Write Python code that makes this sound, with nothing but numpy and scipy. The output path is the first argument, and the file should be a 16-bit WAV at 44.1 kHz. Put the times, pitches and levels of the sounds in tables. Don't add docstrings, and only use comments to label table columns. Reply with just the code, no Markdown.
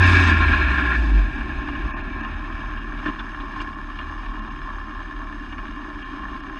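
import sys
import numpy as np
from scipy import signal
from scipy.io import wavfile
from scipy.ndimage import uniform_filter1d

SR = 44100
rng = np.random.default_rng(int(sys.argv[2]) if len(sys.argv) > 2 else 0)


def bounce(signal):
    frames = np.transpose(np.atleast_2d(signal))
    limited = np.clip(frames, -1, 1)
    pcm = np.round(limited * 32767).astype(np.int16)
    wavfile.write(sys.argv[1], SR, pcm)


def level_to_linear(level):
    exponent = np.asarray(level, float) / 20
    return 10 ** exponent


N = 290619
TIME = np.arange(N) / SR

MOUNT_HZ, MOUNT_WIDTH_HZ = 51.5, 7.7
STOP_S, DECLUTCH_S = 3.8, .962

# [t/s, f/Hz]
FIRING_RATE = [(0.0, 90.5), (0.2, 86.7), (0.9, 62.1), (1.25, 44.8), (1.55, 31.0), (1.75, 33.6),
               (2.15, 37.8), (2.95, 37.8), (3.55, 36.5), (3.75, 34.3), (4.2, 37.3), (4.6, 35.6),
               (5.15, 37.3), (5.45, 36.2), (5.75, 37.0), (6.15, 33.0), (6.59, 33.3)]
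# [multiple of the firing rate, level under the tone/dB, unsteadiness/dB]
OVERTONES = [(2, -13.5, 5), (4, -26, 5.5), (6, -15.5, 4.5), (8, -27, -0.5)]
# [f/Hz, width/Hz, level/dB]
TONE_LIFTS = [(48.35, 10.5, 21.5), (57.2, 4.8, 8.5), (40.9, 1.8, -11.5), (37.7, 7.2, 3.5)]
CYLINDERS_DB = [-0.3, -1.0, 1, 0.75]
# [place in the turn 0-1, length/turns, level/dB]
VALVE_CLACKS = [
    (0.63, 0.086, -8),
    (0.23, 0.088, -12),
]
# [t/s, length/s, clatter level/dB, panel level/dB, drone level/dB]
STUMBLES = [
    (1.3, 0.23, -5.5, -3, 1.5),
    (2.82, .05, -1, -8, 1.5),
    (3.037, 0.077, 3.5, -0.5, 1.5),
    (3.222, .07, 1, 2.5, -1),
    (3.603, 0.065, 3.5, 2.5, 8),
    (4.01, .04, 1, 5, -1),
    (4.47, 0.018, -2, 5, -2.5),
    (4.674, .1, 1, 2.5, -1),
    (5.717, .15, 0, -3.5, 1),
    (6.483, .03, -1, -2, 2),
]
# [t/s, length/s, level/dB]
BOOMS = [
    (.22, 0.23, 3.5),
    (0.385, 0.034, 5.5),
    (.83, 0.062, 6.5),
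]
# [t/s, blow level/dB, low thud level/dB, bright tick level/dB]
BRACKET_KNOCKS = [(1.407, -21.5, -17, -20), (1.685, -15.5, -15, -21), (1.75, -20, -16, -17.5),
                  (2.246, -17, -19, -17), (2.771, -25, -13, -13.5), (3.056, -9.5, -0.5, -18),
                  (3.083, -17, 8, -16), (3.093, -19, 0.5, -19), (3.201, -17.5, -29, -20),
                  (3.406, -29, -4, -14), (3.601, -19.5, -3, -10), (3.612, -20, -15, -17),
                  (3.987, -26, -16, -6.5), (4.26, -31, -7, -6.5), (5.523, -21.5, 0.5, -13),
                  (5.579, -20.5, -8, -14), (6.022, -25, -19, -11.5), (6.15, -26, -19, -25),
                  (6.179, -25, -17, -37), (6.232, -19, -10, -29), (6.566, -23, 2.5, -15)]
CLIP_KNOCKS = [
    (1.835, -27, -9, -22),
    (2.988, -27, -18, -18),
    (3.069, -18, 3.5, -20),
    (3.192, -19.5, -22, -13),
    (3.341, -19, -18, -34.5),
    (3.402, -33.5, -13, -3.5),
    (3.558, -17, -13, -32),
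]
# [t/s, level/dB]
SNAPS = [
    (3.064, -24),
    (3.611, -15.5),
]
# [t/s, length/s, level/dB]
BUMPS = [
    (.55, 0.37, 7.5),
    (1.559, 0.15, 9.5),
    (2.45, 0.11, 4),
    (3.252, .2, 6),
    (4.45, 0.2, 3.5),
    (5.2, .1, 4.5),
    (6.246, 0.38, 7.5),
]
# [f/Hz, idle level/dB, rolling level/dB]
CASE_COLOUR = [(90, -54, -54), (154, -64.5, -51), (261, -54.5, -44.5), (408, -60.5, -53.5), (625, -54, -47),
               (1140, -57.5, -48.5), (1597, -62.5, -44), (2246, -66, -50), (2943, -75.5, -60.5),
               (4560, -80.5, -64.5), (7060, -95, -76.5), (10600, -104, -89), (12700, -121, -102),
               (15500, -136, -112)]
# [f/Hz, width/Hz, idle level/dB, rolling level/dB]
CASE_MODES = [(220, 38, 4.5, 5), (297.7, 81, 14, 13), (374.7, 34, 8.5, 13.5), (507, 137.5, -23, -18),
              (704, 27, -16, -12), (1059.7, 68.5, 15, 14.5), (1148, 70, 6.5, 3), (1304, 60, 3.5, -8.5),
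              (1385, 27, 2.5, 10), (1637, 50, 3.5, 9.5), (1737.5, 253, 16, 12), (2012, 193, -14, -14.5),
              (2311, 95, 6.5, 12), (2520, 185, 5.5, 11.5), (2640, 57, -19.5, 9.5), (2822, 167, 14, 10.5),
              (3194, 94, 11.5, 8.5), (3597, 310, 5.5, 7.5), (4119, 38, 12.5, 16), (4250, 200, -15.5, -7.5),
              (4710, 120, 5, 7), (5226, 106, 12.5, 9.5), (5650, 230, -5.5, -2), (6340, 110, 16.5, 10.5),
              (7850, 66, 3, 10), (8800, 220, 1, 3.5), (10780, 310, 11.5, 14.5)]
# [t/s, length/s, lower edge f/Hz, level/dB]
TREBLE_GAPS = [(.04, .08, 8300, -11), (.212, .014, 10200, -20), (1.94, .046, 3500, -23),
               (2.026, .014, 3600, -9), (2.222, .016, 3300, -10), (3.76, .014, 4000, -9),
               (4.41, .022, 3300, -10), (4.5, .014, 3600, -9), (5.565, .006, 3000, -7),
               (6.04, .018, 4000, -11), (6.42, .02, 4100, -11)]
# [f/Hz, share 0-1, level/dB]
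PATCH_LOSS = [(7800, 0, -14), (8500, .35, -14), (10800, .45, -13), (11900, .5, -30), (13500, .5, -34),
              (14700, .3, -34), (15000, .7, -34)]


def firing(hz, turns, tone_db):
    idle = np.clip((46 - hz) / 6, 0, 1)
    throb_db = idle * (2.6 * np.cos(np.pi * turns / 2) + 1.7 * wander(20)) + .6 * wander(5.8)
    sing = level_to_linear(-24) * np.exp(-((hz - MOUNT_HZ) / MOUNT_WIDTH_HZ) ** 2) * np.cos(8 * np.pi * turns)
    upper = 0
    for multiple, db, sway_db in OVERTONES:
        upper = upper + level_to_linear(db + sway_db * wander(9)) * np.cos(2 * np.pi * multiple * turns)
    tone = level_to_linear(throb_db) * np.cos(2 * np.pi * turns)
    return np.sqrt(2) * level_to_linear(tone_db) * (tone - idle * upper + sing)


def idling(turns):
    level_db = by_speed(-40, rise_db=2.9, power=.88) + peaks(TIME, STUMBLES, column=0)
    panel_db = by_speed(-40.5, rise_db=5, power=2) + peaks(TIME, STUMBLES, column=1) + 1.6 * wander(14)
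    drone_db = by_speed(-42, rise_db=19.6, power=1.72) + peaks(TIME, STUMBLES, column=2)
    drone_db = drone_db + 1.2 * wander(14)
    depth = np.clip(.68 + .08 * wander(8), 0, 1)
    cylinders_db = np.resize(CYLINDERS_DB, 1000)
    strength = level_to_linear(1.14 * rng.standard_normal((1000, 2)) + cylinders_db[:, None])
    noise = rng.standard_normal((3, N))

    beat = taps = 0
    for k, (place, length, db) in enumerate(VALVE_CLACKS):
        away = (turns - place + .5) % 1 - .5
        force = strength[(turns - place + 1.5).astype(int), k]
        beat = beat + level_to_linear(db) * force * np.exp(-.5 * (away / length) ** 2)
        tap = np.diff(np.floor(turns - place + length), prepend=0)
        taps = taps + np.sqrt(level_to_linear(db)) * force * tap
    taps = depth * evened(taps) / depth.mean()
    clatter = evened((1 - depth + depth * evened(beat)) * noise[0])

    cylinder_db = np.interp(turns + 1.0, np.arange(1000), cylinders_db)
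    swell_db = cylinder_db + 4.1 * depth * np.cos(2 * np.pi * (turns - .85)) + .41 * wander(25)
    swell = level_to_linear(swell_db) * noise[1]
    sizzle_db = 1.18 * wander(28) + 1.5 * np.cos(np.pi * turns)
    sizzle = level_to_linear(sizzle_db) * (noise[2] + .22 * grit(320, 2.7) + .74 * clatter)
    air = level_to_linear(.77 * wander(15)) * rng.standard_normal(N)

    shake = band(evened(swell), 1370, "low")
    shake = shake + band(evened(clatter + .95 * taps), [1400, 2050], "band")
    shake = shake + band(.45 * taps, [900, 1400], "band")
    shake = shake + band(evened(sizzle), [2050, 4300], "band")
    shake = shake + band(air + .49 * sizzle, 4730, "high")
    sound = shell(shake * level_to_linear(.27 * wander(8.3)), column=0)

    drone = level_to_linear(drone_db + 1.5) * evened(band(sound, 470, "low"))
    panel = level_to_linear(panel_db) * evened(band(sound, [500, 1300], "band"))
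    gear = level_to_linear(level_db - .16) * evened(band(sound, 1410, "high"))
    return (drone + panel + gear) * np.interp(TIME, [.95, 1.0, 2.0, 3.5], [0, .7, .8, 1])


def rolling(turns):
    free = step(DECLUTCH_S, .011)
    wheel_s, first_s, surge_s, fade_s = .126, .023, .061, 1
    surge_db = 4.5 * np.exp(-TIME / fade_s - (TIME - first_s) % wheel_s / surge_s)
    geared = (1 - free) * level_to_linear(-19 - 6.5 * TIME + uniform_filter1d(surge_db, size=300))
    coasting = free * level_to_linear(-31) * np.clip(1 - TIME / STOP_S, 0, 1)
    hiss_db = -44 - 9.5 * TIME - 7 * np.maximum(TIME - DECLUTCH_S, 0)
    gust_db = 7 * (step(.024, .02) - step(.312, .0073))

    pulse_db = wander(45.34) + .78 * np.cos(2 * np.pi * (turns - .9))
    shake = level_to_linear(pulse_db) * (rng.standard_normal(N) + .36 * grit(1500, .74))
    sound = shell(evened(shake), column=1)

    body = band(sound, 403, "low") * (geared * level_to_linear(peaks(TIME, BOOMS)) + coasting)
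    panels = band(sound, [480, 1280], "band") * geared
    panels = panels + band(sound, [480, 930], "band") * coasting * level_to_linear(6.5)
    bite_db = 5.5 * step(DECLUTCH_S - .045, .008)
    gears = band(sound, [1280, 2050], "band") * (geared * level_to_linear(bite_db) + coasting)
    bright = band(sound, [2050, 3920], "band") * (geared * level_to_linear(1.5 - 2.5 * TIME) + coasting)
    hiss = evened(band(sound, 4180, "high")) * level_to_linear(hiss_db + gust_db + 2.5)
    return body + panels + gears + bright + hiss


def knocks():
    bracket_hz, clip_hz, fade_s, rise_s = 2820, 3480, .0078, .0011
    blows = np.zeros((4, N))
    rows = [(*row, bracket_hz) for row in BRACKET_KNOCKS] + [(*row, clip_hz) for row in CLIP_KNOCKS]
    noise, t = rng.standard_normal((len(rows), 2000)), np.arange(2000) / SR
    shape = np.exp(-t / fade_s) * (1 - np.exp(-t / rise_s)) ** 2
    for burst, (s, db, low_db, high_db, hz) in zip(noise, rows):
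        ring = np.sin(2 * np.pi * hz * t) * (1 + .77 * evened(uniform_filter1d(burst, 40)))
        part = blows[:, round(s * SR):][:, :len(t)]
        gains = level_to_linear([[db + low_db + .5], [db], [db + high_db + 12.5], [db + high_db]])
        part += (gains * [burst, burst, burst, ring] * shape)[:, :part.shape[1]]

    thud, blow, tick, ringing = blows
    shake = band(thud, 500, "low") + band(blow, [1250, 2100], "band")
    shake = shake + .51 * band(blow, [500, 1250], "band") + band(tick, [2100, 4100], "band")
    snaps = sum(level_to_linear(db) * np.exp(-((TIME - s - fade_s) / fade_s) ** 2) for s, db in SNAPS)
    shake = shake + band(snaps * rng.standard_normal(N), [4000, 8500], "band")
    return level_to_linear(-4.5) * shell(shake, column=0) + band(ringing, 5300, "low")


def mount(hz):
    noise = rng.standard_normal((2, N))
    r, w = np.exp(-np.pi * MOUNT_WIDTH_HZ / SR), 2 * np.pi * MOUNT_HZ / SR
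    swing = signal.lfilter([1, 0, -1], [1, -2 * r * np.cos(w), r * r], noise[0])
    note = evened(band(swing, 81, "low"))
    note = evened(note / (uniform_filter1d(note ** 2, 1700) + .1) ** .3)
    rumble = evened(band(band(noise[1], 167, "low"), 28, "high"))

    jolt_s, jolt_db, jolt_hz, length_s = 1.853, -16, 50, .021
    since = TIME - jolt_s
    jolt = -level_to_linear(jolt_db) * np.sin(2 * np.pi * jolt_hz * since) * np.exp(-(since / length_s) ** 2)

    lock_db = peaks(hz, [(52, 14, -10)])
    swing_db = by_speed(-46, rise_db=19.5, power=1.05) + peaks(TIME, BUMPS) + lock_db
    return jolt + level_to_linear(swing_db) * note + level_to_linear(by_speed(-51.5, rise_db=17.5, power=.8)) * rumble


def shell(x, column):
    hz = np.abs(np.fft.fftfreq(16384, 1 / SR))
    table = np.transpose(CASE_COLOUR)
    db = np.interp(np.log(hz + 1), np.log(table[0]), table[1 + column])
    db = db + peaks(hz, CASE_MODES, column)
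    log_gain = np.log(level_to_linear(db))
    taps = np.fft.ifft(np.exp(log_gain - 1j * signal.hilbert(log_gain).imag)).real[:8192]
    felt = (hz > 900) & (hz < 3000)
    return signal.oaconvolve(x, taps)[:N] / np.sqrt(np.sum(level_to_linear(db[felt]) ** 2) / len(hz))


def grit(per_s, spread_db):
    struck = rng.random(N) < per_s / SR
    ticks = struck * rng.standard_normal(N)
    return evened(ticks * level_to_linear(spread_db * np.minimum(rng.exponential(1, N), 4)))


def wander(hz):
    knots = rng.standard_normal(2000)
    drift = np.interp(TIME * hz, np.arange(len(knots)), knots)
    return evened(uniform_filter1d(drift, int(SR / hz / 2)))


def by_speed(rest_db, rise_db, power):
    return rest_db + rise_db * np.clip(1 - TIME / STOP_S, 0, 1) ** power


def peaks(x, rows, column=0):
    return sum(row[2 + column] / (1 + (2 * (x - row[0]) / row[1]) ** 2) for row in rows)


def step(s, length):
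    return .5 + .5 * np.tanh((TIME - s) / length)


def band(x, hz, kind):
    return signal.sosfilt(signal.butter(4, hz, kind, fs=SR, output="sos"), x)


def evened(x):
    return x / np.sqrt(np.mean(x ** 2) + 1e-20)


def scene():
    s, rate_hz = np.transpose(FIRING_RATE)
    hz = np.interp(TIME, s, rate_hz)
    tone_db = -14.5 + .4545 * (hz - hz[0]) - .5 * TIME + peaks(hz, TONE_LIFTS)
    turns = np.cumsum(hz * (1 + .0088 * wander(13))) / SR
    return (firing(hz, turns, tone_db) + mount(hz) + rolling(turns) + idling(turns) + knocks())[None]


def low_pass(x):
    return signal.sosfilt(signal.butter(12, 15140, fs=SR, output="sos"), x)


def record(dry):
    x = dry + level_to_linear(-100) * rng.standard_normal(dry.shape)
    hz, t, z = signal.stft(x, SR, nperseg=512)
    power = uniform_filter1d(abs(z) ** 2, size=5, axis=2)
    around = uniform_filter1d(power, size=15, axis=1)
    weak = power < level_to_linear(11) * around
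    hollow = (power < .45 * around) & (hz > 1200)[:, None]
    for s, length, edge_hz, db in TREBLE_GAPS:
        above = 1 / (1 + (edge_hz / (hz[:, None] + 1)) ** 12)
        depth_db = (weak * above + hollow * (1 - above) / 2) * db
        z = z * level_to_linear(depth_db * np.exp(-(2 * (t - s) / length) ** 4))

    luck = rng.random((200, 40))[(t / .046).astype(int)][:, (hz / 600).astype(int)].T
    at_hz, share, loss_db = np.transpose(PATCH_LOSS)
    loud = np.interp(t, [1.05, 1.3], [1, .1])
    lost = luck < np.interp(hz, at_hz, share)[:, None] * loud
    z = z * level_to_linear(lost * np.interp(hz, at_hz, loss_db)[:, None])
    z = z * level_to_linear(-8 * (hollow & (1 - luck < .3) & (hz > 3800)[:, None]))
    mix = signal.istft(z, SR, nperseg=512)[1][:, :N]
    return low_pass(mix)


dry = scene()
out = record(dry)
bounce(out)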